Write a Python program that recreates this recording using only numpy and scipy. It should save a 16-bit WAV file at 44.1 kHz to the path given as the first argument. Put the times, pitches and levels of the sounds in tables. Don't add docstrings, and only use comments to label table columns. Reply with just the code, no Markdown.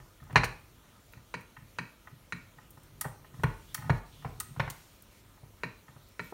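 import sys
import numpy as np
from scipy import signal
from scipy.fft import rfft, irfft
from scipy.io import wavfile
from scipy.ndimage import uniform_filter1d

SR = 44100
rng = np.random.default_rng(int(sys.argv[2]) if len(sys.argv) > 2 else 0)


def voltage_ratio(level):
    return 10 ** (np.asarray(level, float) / 20)


def master_out(mix):
    frames = np.transpose(np.atleast_2d(mix))
    ceiling = np.clip(frames, -1, 1)
    pcm = np.round(ceiling * 32767).astype(np.int16)
    wavfile.write(sys.argv[1], SR, pcm)


N = 279152
HISS_EDGE_HZ = 15850


def evened(x):
    return x / np.sqrt(np.mean(x ** 2) + 1e-20)


def read(points, hz):
    f, value = np.transpose(points)
    return np.interp(np.log(hz + 1), np.log(f + 1), value)


def add(mix, s, sound):
    part = mix[round(s * SR):][:len(sound)]
    part += sound[:len(part)]


def follow(strokes, fade_s):
    level, t = np.zeros(N), np.arange(N) / SR
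    for start, end, start_db, end_db in strokes:
        fade = np.clip(np.minimum(t - start, end - t) / fade_s, 0, 1)
        level += voltage_ratio(np.interp(t, [start, end], [start_db, end_db])) * fade
    return level


def noise(points, patchy_db):
    frames, hz = N // 512 + 5, np.fft.rfftfreq(2048, 1 / SR)
    a, b, patches = rng.standard_normal((frames, 1025, 3)).T
    patches = uniform_filter1d(patches, size=40, axis=0)
    patches = evened(uniform_filter1d(patches, size=6, axis=1))
    gain = voltage_ratio(read(points, hz)[:, None] + patchy_db * patches)
    z = (a + 1j * b) * gain * (hz < HISS_EDGE_HZ)[:, None]
    return evened(signal.istft(z, nperseg=2048, noverlap=1536)[1][:N])


def ring(modes, level_db, stretch, size, phase=0):
    hz, width, db = np.transpose(modes)[:, :, None]
    t = np.arange(size) / SR
    height = voltage_ratio(db + level_db[:, None]) * width
    decay = np.exp(-np.pi * width * t / stretch)
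    return (height * decay * np.sin(2 * np.pi * hz * t + phase)).sum(0)


def causal(points, tilt_db):
    hz = abs(np.fft.fftfreq(2048, 1 / SR))
    colour_db = read(points, hz) + tilt_db * np.log2(hz / 2000 + .05)
    log_gain = np.log(voltage_ratio(np.maximum(colour_db, -100)))
    return np.fft.ifft(np.exp(np.conj(signal.hilbert(log_gain)))).real[:1024]


def struck(events, modes, crack, crack_db, stretch, left_db, top_tilt_db, rough, rise_s):
    narrowest_hz = 36
    spot_db = 1.5
    out, t = np.zeros(N), np.arange(6000) / SR
    octaves = np.log2(np.transpose(modes)[0] / 2000)
    phase = 2 * np.pi * rng.random((len(modes), 1))
    luck = rng.standard_normal((30, len(t)))
    modes = np.maximum(modes, [0, narrowest_hz, -99])
    onset = 1 - np.exp(-(t / rise_s) ** 2)
    for (s, db, tilt_db, chatter), spot in zip(events, luck):
        tilt_db = min(tilt_db, top_tilt_db)
        shape = (np.exp(-(t / chatter) ** 3) + voltage_ratio(left_db)) * onset
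        rattle = uniform_filter1d(uniform_filter1d(spot[::-1], size=110), size=40)
        shake = 1 + rough * evened(rattle)
        level_db = tilt_db * octaves + spot_db * spot[:len(modes)]
        body = shape * shake * ring(modes, level_db, stretch, len(t), phase)
        grit = signal.fftconvolve(spot * shape * np.exp(-t / 0.02), causal(crack, tilt_db))[:len(t)]
        body = body / np.linalg.norm(body) + voltage_ratio(crack_db) * grit / np.linalg.norm(grit)
        add(out, s + 0.00028, voltage_ratio(db) * body / abs(body).max())
    return out


# (frequency [Hz], density [dB per Hz])
HUM = [(15, -44.5), (25, -18), (37, 9.5), (48, -0.5), (56, -21.5), (69, -28.5), (83, -1.5), (102, -4),
       (124, -15), (205, -6.5), (267, -12), (299, -10.5), (424, -15), (609, -15), (700, -17.5), (910, -43),
       (1540, -120)]
# (frequency [Hz], density [dB per Hz])
HISS = [(410, -52), (700, -5.5), (1010, 1.5), (1120, -3.5), (1220, 2), (1720, -5), (2260, -3.5),
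        (2640, -5.5), (3170, -5), (4500, -8), (4930, -8.5), (6920, -9.5), (7670, -10), (12100, -10.5),
        (15700, -14)]


def floor():
    buzz = voltage_ratio(-69.5) * np.sqrt(2) * np.sin(2 * np.pi * 99.4 * np.arange(N) / SR)
    hum = voltage_ratio(-61.5) * noise(HUM + [(1500, -84.5)], patchy_db=-0.5)
    return buzz + hum + voltage_ratio(-64) * noise(HISS[:-1], patchy_db=1.76)


# (frequency [Hz], fall by 60 dB [s])
ROOM_T60 = [(100, 0.11), (500, 0.38), (1500, 0.38), (4000, 0.37), (8000, 0.39), (15500, 0.26)]
# (frequency [Hz], level [dB])
ROOM_COLOUR = [(300, 2.5), (2000, -2.5), (2500, 3.5), (2850, -2.5), (4100, 0), (7600, -4), (8700, 2),
               (10000, -5), (15500, 3)]


def workshop(x, start_s):
    far_wall_s, before_wall_db = 0.025, -2
    out, turn = np.zeros(N), np.arange(N) / SR * 2.3
    shares = np.cos(np.pi * (turn + np.arange(3)[:, None] / 3)) ** 4
    for share in shares / np.linalg.norm(shares, axis=0):
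        taps = np.zeros(SR // 2)
        at = np.arange(round(start_s * SR), len(taps) - 16, 16)
        taps[at + rng.integers(0, 16, len(at))] = rng.choice([-1., 1.], len(at))
        taps[:round(far_wall_s * SR)] *= voltage_ratio(before_wall_db)
        hz, t, z = signal.stft(taps, SR, nperseg=256)
        z = z * voltage_ratio(read(ROOM_COLOUR, hz))[:, None]
        z = z * voltage_ratio(-60 * t / read(ROOM_T60, hz)[:, None])
        tail = signal.istft(z, SR, nperseg=256)[1]
        power = abs(rfft(tail)) ** 2 + 1e-12
        even = np.sqrt(uniform_filter1d(power, size=201) / uniform_filter1d(power, size=21))
        tail = irfft(rfft(tail) * even, len(tail))
        i = np.arange(len(tail))
        tail = tail * (i > start_s * SR) * voltage_ratio(-20 * (i / len(tail)) ** 8)
        out += signal.oaconvolve(x * share, tail / np.linalg.norm(tail))[:N]
    return out


# (start [s], end [s], level at start [dB], at end [dB])
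SLEEVE = [
    (3.66, 3.745, -66, -63),
    (4.11, 4.25, -63, -63),
    (6.19, 6.33, -72, -72),
]
# (frequency [Hz], density [dB per Hz])
CLOTH = [(1500, -28), (2600, -9), (3450, 0), (4000, -5), (4800, -17), (9000, -19), (15000, -22)]
# (start [s], end [s], level at start [dB], at end [dB])
RUSTLE = [
    (3.33, 4.0, -66.5, -62.5),
    (4.05, 4.7, -67, -67.5),
    (4.7, 5.05, -59.5, -68.5),
    (5.1, 5.22, -67, -65.5),
    (6.19, 6.33, -63, -62),
]
# (frequency [Hz], density [dB per Hz])
JACKET = [(800, -10), (2500, -2), (5000, -4), (8000, -5), (12000, -7.5), (15500, -10)]


def sleeve():
    brushing = follow(SLEEVE, fade_s=.02) * noise(CLOTH, patchy_db=2.5)
    return brushing + follow(RUSTLE, fade_s=0.015) * noise(JACKET, patchy_db=-0.5)


# (time [s], peak level [dB], lower modes against the rest [dB])
THUMPS = [(0.22, -42, 21.5), (.333, -30.5, -3), (.313, -40, -2), (0.362, -17, -4.5), (1.17, -43, 11),
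          (1.582, -45.5, -5), (1.62, -42.5, -15), (2.128, -44, -8), (2.576, -47.5, 9), (2.774, -44.5, 7),
          (3.058, -30, 10.5), (3.341, -41.5, 0), (3.391, -34, 20), (3.4429, -17, 11), (3.787, -37.5, -7),
          (3.832, -38, 0), (3.856, -33.5, 8), (3.876, -34, 3), (3.903, -15, -18), (4.255, -28, 18),
          (4.489, -46, 0), (4.511, -40, -4), (4.573, -32.5, -6), (4.6, -23, 17.5), (4.675, -35.5, -4),
          (5.432, -42.5, -10.5), (5.89, -47.5, 0), (5.962, -44, 15)]
# (time [s], level [dB])
DRAG = [(0, -49.5), (.15, -85), (.39, -33), (0.599, -62.5), (1.0, -67.5), (1.6, -72), (3.0, -59),
        (3.44, -56), (3.79, -57), (4.0, -62), (4.27, -50.5), (4.6, -57), (5.04, -73.5), (5.53, -65),
        (5.949, -67), (6.33, -83)]
# (frequency [Hz], width [Hz], level [dB])
BENCH = [(45.3, 2.7, -1), (85.4, 26, -15.5), (96.5, 7.3, -17), (119.6, 45, 5.5), (161, 26, -11.5),
         (211, 26, -11), (283, 110, -11)]
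BENCH_SIGN = [
    [1],
    [1],
    [-1],
    [1],
    [-1],
    [-1],
    [1],
]


def bench():
    out, t = np.zeros(N), np.arange(9000) / SR
    lower = abs(np.transpose(BENCH)[0] - 92) < 15
    phase = np.arccos(BENCH_SIGN)
    load = 1 + .04 * rng.standard_normal((40, len(BENCH), 1)) * [1, 0, 0]
    rise = (1 - np.exp(-t / 0.014)) ** 2
    settling = np.exp(-(t / 0.018) ** 4) + voltage_ratio(-13)
    for (s, db, lower_db), shift in zip(THUMPS, load):
        sound = ring(BENCH * shift, lower_db * lower, 1.08, len(t), phase) * rise * settling
        add(out, s - .004, voltage_ratio(db) * sound / abs(sound).max())
    s, db = np.transpose(DRAG)
    murmur = signal.fftconvolve(rng.standard_normal(N), ring(BENCH, 0. * lower, 0.706, len(t), phase))[:N]
    return out + voltage_ratio(np.interp(np.arange(N) / SR, s, db) - 1.0) * evened(murmur)


# (frequency [Hz], width [Hz], level [dB])
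FOOT = [(124, 14, -0.5), (170.8, 32, -1), (251.6, 20, -8.5), (314, 36, -12)]


def foot():
    out, t = np.zeros(N), np.arange(6000) / SR
    shape = (1 - np.exp(-t / 0.01)) * (np.exp(-(t / 0.051) ** 3) + voltage_ratio(-16))
    rock = shape * ring(FOOT, np.zeros(len(FOOT)), 0.99, len(t))
    for s, db, *_ in CLUNKS:
        add(out, s + 0.00634, voltage_ratio(db - 15.5) * rock / abs(rock).max())
    return out


# (start [s], length [s], first pitch [Hz], level [dB])
SQUEAK = (6.228, .06, 14990, -57)


def squeak():
    fall_hz_per_s, fade_db_per_s = 22000, 200
    s, length, hz, db = SQUEAK
    t = np.arange(0, length, 1 / SR)
    waver = 1 + 0.4 * evened(uniform_filter1d(rng.standard_normal(N), size=150))[:len(t)]
    tone = np.sqrt(2) * np.sin(2 * np.pi * np.cumsum(hz - fall_hz_per_s * t) / SR)
    out = np.zeros(N)
    add(out, s, voltage_ratio(db - fade_db_per_s * t) * waver * tone * signal.windows.tukey(len(t), .6))
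    return out


# (start [s], end [s], level at start [dB], at end [dB])
SCRAPE = [
    (-.02, .08, -46.5, -75),
    (.19, .29, -71, -73),
    (3.1, 3.2, -61, -83),
    (3.22, 3.42, -77, -61),
    (3.76, 3.885, -56, -43.5),
    (4.42, 4.555, -65, -73),
    (5.89, 6.05, -72, -70),
]


def scrape():
    slips = rng.standard_normal(N) * voltage_ratio(2.0 * rng.exponential(1, N))
    slips = slips * (rng.random(N) < 900 / SR)
    grain = ring(SELECTOR, np.zeros(len(SELECTOR)), 0.74, size=1500)
    return voltage_ratio(-6.5) * follow(SCRAPE, fade_s=0.023) * evened(signal.fftconvolve(slips, grain)[:N])


# (frequency [Hz], width [Hz], level [dB])
LATCH = [(1845, 138, 3.5), (2264, 27.4, -4), (2435, 68, -6), (4060, 64, -8.5), (9640, 36, -24.5)]


def latch():
    out, t = np.zeros(N), np.arange(3000) / SR
    shape = (1 - np.exp(-t / 0.0033)) * (np.exp(-(t / 0.025) ** 3) + voltage_ratio(-24))
    octaves = np.log2(np.transpose(LATCH)[0] / 2000)
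    loaded = [(s, db, -12) for s, db, *_ in JAMS + STOPS]
    for s, db, tilt_db, *_ in CLUNKS + loaded + SLAMS[:1]:
        ping = shape * ring(LATCH, 0.47 * tilt_db * octaves, 0.97, len(t))
        if db > -27:
            add(out, s + .006, voltage_ratio(db - 7.5) * ping / abs(ping).max())
    return out


# (time [s], peak level [dB], tilt [dB per octave])
TOUCHES = [(.2, -51, 18), (.224, -49, -9), (0.266, -54, -23), (1.172, -48.5, -4), (1.565, -38.5, 4.5),
           (2.071, -38, 0.5), (2.584, -42.5, -4.5), (2.771, -48.5, -13), (3.011, -30, 1),
           (3.042, -31, -3.5), (3.056, -34.5, -11), (3.244, -46, -2.5), (3.339, -47.5, -10),
           (3.745, -28.5, 4), (3.776, -37.5, 4), (3.822, -37.5, -1), (3.841, -40, -18), (1.621, -55, 0),
           (5.893, -60, -16), (3.873, -40, -7), (4.222, -48, -5), (4.402, -30, 4), (5.374, -53.5, -7),
           (5.881, -44.5, -1)]
# (frequency [Hz], width [Hz], level [dB])
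SELECTOR = [(870, 46, -4.5), (1022, 40, -5.5), (1254, 41, 0.5), (1480, 55, -7.5), (1814, 28, -2),
            (1894, 57, -4), (2690, 90, -18), (2070, 21, -16.5), (2432, 33, -28), (3193, 100, -23.5)]
# (frequency [Hz], density [dB per Hz])
SELECTOR_CRACK = [(350, -53), (600, -15), (1200, -11), (1560, -14), (1850, -5), (2480, -20.5), (4000, -31),
                  (5200, -55), (8800, -120)]


def selector():
    touches = [(*row, .014) for row in TOUCHES]
    return struck(touches, SELECTOR, SELECTOR_CRACK, crack_db=-6, stretch=2.2, left_db=-11.5,
                  top_tilt_db=3.5, rough=0.15, rise_s=0.0018)


# (time [s], peak level [dB], tilt [dB per octave], chatter [s])
SNAPS = [(.238, -50, -2, .004), (.326, -46, -5, 0.0045), (.4413, -27, -7, 0.023), (1.1233, -45, 13.5, .011),
         (1.4066, -48.5, 0, .02), (2.705, -38.5, 7, .009), (2.832, -49, 3, 0.012), (3.0101, -19, -1, 0.009),
         (3.4333, -32.5, -6.5, 0.012), (3.744, -20, -1, 0.0085), (3.899, -30, -17.5, 0.012),
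         (4.3997, -20, -1, 0.01), (4.699, -28.5, -3.5, 0.014), (5.021, -38, 10, 0.0053),
         (6.032, -53, 7.5, 0.0072), (6.0848, -49, 9, .009)]
# (frequency [Hz], width [Hz], level [dB])
BALL = [(2700, 45, -8), (3840, 44, -17.5), (4460, 83, -5.5), (5744, 45, -1.5), (6440, 37, -3.5),
        (7050, 38, -1.5), (8100, 37, 1), (8600, 17, -8), (9070, 66, -0.5), (8814, 120, -2.5),
        (9330, 90, -0.5), (10650, 54, -5), (11280, 100, -0.5), (12470, 100, 2), (12650, 150, -4),
        (12400, 70, -13.5), (13230, 80, -2), (14300, 70, -5.5), (15400, 60, 0), (15400, 80, -5)]
# (frequency [Hz], density [dB per Hz])
BALL_CRACK = [(1180, -24), (2000, -21.5), (3230, -13), (9090, -3.5), (11000, -4.5), (14800, -7.5),
              (15900, -3), (16600, -3)]


def ball():
    return struck(SNAPS, BALL, BALL_CRACK, crack_db=7.5, stretch=1.6, left_db=-9.0,
                  top_tilt_db=14, rough=0.29, rise_s=0.00078)


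# (time [s], peak level [dB], tilt [dB per octave], chatter [s])
STOPS = [(.296, -43.5, -3, 0.0073), (0.304, -39.5, 1, 0.016), (0.346, -41, -3, 0.0074),
         (0.326, -39.5, 1.5, 0.037), (3.048, -28, -2.5, 0.012), (3.395, -43.5, -4, 0.016),
         (4.246, -27.5, -2, 0.0063), (4.562, -39, 4, 0.0054), (4.676, -28, 0.5, 0.012),
         (5.431, -49, -10, 0.0084), (5.962, -48.5, -5, 0.014), (6.323, -32.5, -16, 0.0038)]
# (frequency [Hz], width [Hz], level [dB])
CASE = [(427, 133, -2), (597, 37, -3.5), (680, 54, -15.5), (785, 20, 2.5), (992, 92, 12.5), (1170, 30, -1),
        (1450, 53, 0), (1846, 31, -1), (2047, 42, -16.5), (2348, 78, -12.5), (2750, 87, -6),
        (3300, 89, -27), (4060, 98, -27), (5680, 123, -24.5), (6600, 100, -31)]
# (frequency [Hz], density [dB per Hz])
CASE_CRACK = [(240, -40.5), (400, -2), (673, -9.5), (886, -8.5), (1380, -4), (1650, -8), (1850, -10),
              (3060, -20), (15500, -50)]


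def case():
    return struck(STOPS, CASE, CASE_CRACK, crack_db=-4.0, stretch=0.4, left_db=5.0,
                  top_tilt_db=1.5, rough=0.79, rise_s=0.004)


# (time [s], peak level [dB], tilt [dB per octave], chatter [s])
JAMS = [
    (3.434, -16.5, -3.5, 0.013),
    (3.8954, -16, -3, 0.012),
    (4.596, -16.5, 0.5, 0.016),
]
# (frequency [Hz], width [Hz], level [dB])
LOADED = [(393, 74, -9), (544, 65, -5), (717, 140, -6), (890, 54, -3.5), (914, 51, 2), (1055, 30, 2.5),
          (1303, 23, -10.5), (1439, 24, 3.5), (1780, 100, -6), (2090, 59, -4), (2210, 32, -6),
          (2780, 55, -7), (3300, 71, -12), (3730, 45, -15), (4130, 110, -17), (4290, 83, -15),
          (5500, 90, -19)]


def jammed():
    return struck(JAMS, LOADED, CASE_CRACK, crack_db=-3.0, stretch=1.0, left_db=-7,
                  top_tilt_db=2, rough=0.51, rise_s=0.001)


# (time [s], peak level [dB], tilt [dB per octave], chatter [s])
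CLUNKS = [
    (1.135, -40, 0.5, 0.0043),
    (1.34, -23.5, 0.5, 0.013),
    (1.7847, -20, 1, 0.01),
    (2.323, -21, 1.5, 0.011),
    (5.634, -20.5, -0.5, 0.0041),
    (6.194, -23, -2, 0.0064),
]
# (frequency [Hz], width [Hz], level [dB])
GEARS = [(438, 60, -2.5), (620, 33, -3.5), (919, 32, 4.5), (1001, 95, 3.5), (1350, 30, -34),
         (1417, 74, 5.5), (1610, 15, -11), (1858, 170, -18), (2285, 30, 4.5), (2426, 28, 2.5),
         (2600, 40, -1), (2750, 67, -14), (2380, 23, -8), (2850, 41, -11.5), (3190, 32, -13.5),
         (3780, 33, -25), (3900, 100, -12.5), (4530, 37, -17.5), (4520, 36, -14), (4790, 29, -11),
         (5700, 36, -33), (6330, 30, -13), (7190, 68, -19), (8700, 75, -38), (9500, 47, -22)]
# (frequency [Hz], density [dB per Hz])
GEAR_CRACK = [(240, -61.5), (400, 1.5), (683, -20.5), (928, -4), (1880, -5), (2670, -7.5), (3200, -21),
              (5730, -20), (9700, -32), (15500, -59)]


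def gears():
    return struck(CLUNKS, GEARS, GEAR_CRACK, crack_db=-6.0, stretch=1.0, left_db=-7,
                  top_tilt_db=2, rough=.35, rise_s=0.00018)


# (time [s], peak level [dB], tilt [dB per octave], chatter [s])
SLAMS = [
    (.357, -5, -0.5, 0.0087),
    (.375, -15, 0.5, 0.014),
    (.433, -17, 0, 0.016),
    (.3655, -16, 5, 0.01),
    (.4425, -25.5, 4, 0.0059),
]
# (frequency [Hz], width [Hz], level [dB])
FRAME = [(440, 30, 1.5), (838, 20, 5.5), (975, 42, -3), (1197, 30, -1), (1445, 26, 11), (1650, 20, -31.5),
         (1922, 33, 0), (2080, 26, 6.5), (601, 69, -5), (1022, 40, 0.5), (2367, 30, -3.5),
         (2320, 49.3, -1.5), (2670, 25, -5.5), (2860, 60, -2.5), (3120, 86, -10.5), (3760, 50, -14),
         (4130, 38, -4), (4380, 30, -7), (4800, 84, -24.5), (5100, 23, -17), (5900, 90, -23.5),
         (6360, 22, -20.5), (6650, 32.5, -28.5), (7310, 30, -33), (8790, 60, -35), (9490, 65, -25.5)]
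# (frequency [Hz], density [dB per Hz])
FRAME_CRACK = [(240, -52), (400, -2.5), (643, -5), (914, -0.5), (1420, -2.5), (2550, -4.5), (3000, -13),
               (3500, -21.5), (4100, -12.5), (5310, -23.5), (6280, -22.5), (7670, -32), (15500, -53.5)]


def frame():
    return struck(SLAMS, FRAME, FRAME_CRACK, crack_db=4.0, stretch=0.95, left_db=-7.5,
                  top_tilt_db=2, rough=0.54, rise_s=0.00069)


def scene():
    slams = frame()
    clunks = gears() + latch()
    stops = case()
    ticks = selector()
    snaps = ball()
    stops = stops + jammed()
    top = bench() + foot()
    wet = voltage_ratio(-11.5) * slams + voltage_ratio(-9.5) * clunks + voltage_ratio(-8.0) * stops
    wet = wet + voltage_ratio(-9.0) * ticks + voltage_ratio(-12.0) * snaps + voltage_ratio(-3.0) * top
    close = slams + clunks + stops + ticks + snaps + top + scrape() + squeak() + sleeve()
    return (close + workshop(wet, start_s=0.0081) + floor())[None]


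# (centre [Hz], width [Hz], level [dB])
MIC_DIPS = [(4910, 260, -2.5), (7770, 270, -3.5), (10430, 400, -3.5), (13650, 300, -0.5), (9000, 700, -0.5)]


def housing(x):
    hz = np.fft.rfftfreq(512, 1 / SR)
    colour_db = sum(db * np.exp(-((hz - centre_hz) / width) ** 2) for centre_hz, width, db in MIC_DIPS)
    return signal.oaconvolve(x, np.fft.fftshift(irfft(voltage_ratio(colour_db)))[None, 1:], "same")


def roll_off(x):
    return signal.sosfilt(signal.butter(12, 16840, fs=SR, output="sos"), x)


def record(dry):
    no_bass = signal.butter(3, 35, "high", fs=SR, output="sos")
    thin = signal.sosfilt(no_bass, housing(dry))
    edge = signal.firwin(801, 16550, window=("kaiser", 10), fs=SR)
    step = signal.firwin(801, HISS_EDGE_HZ, window=("kaiser", 10), fs=SR)
    below = signal.oaconvolve(thin, step[None], "same")
    above = thin - below
    strength = np.sqrt(abs(uniform_filter1d(above ** 2, size=130, axis=1))) / voltage_ratio(-39)
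    shelved = below + voltage_ratio(-8) * above * np.minimum(strength, 1) ** 2
    mix = signal.oaconvolve(shelved, edge[None], "same")
    return roll_off(mix)


dry = scene()
out = record(dry)
master_out(out)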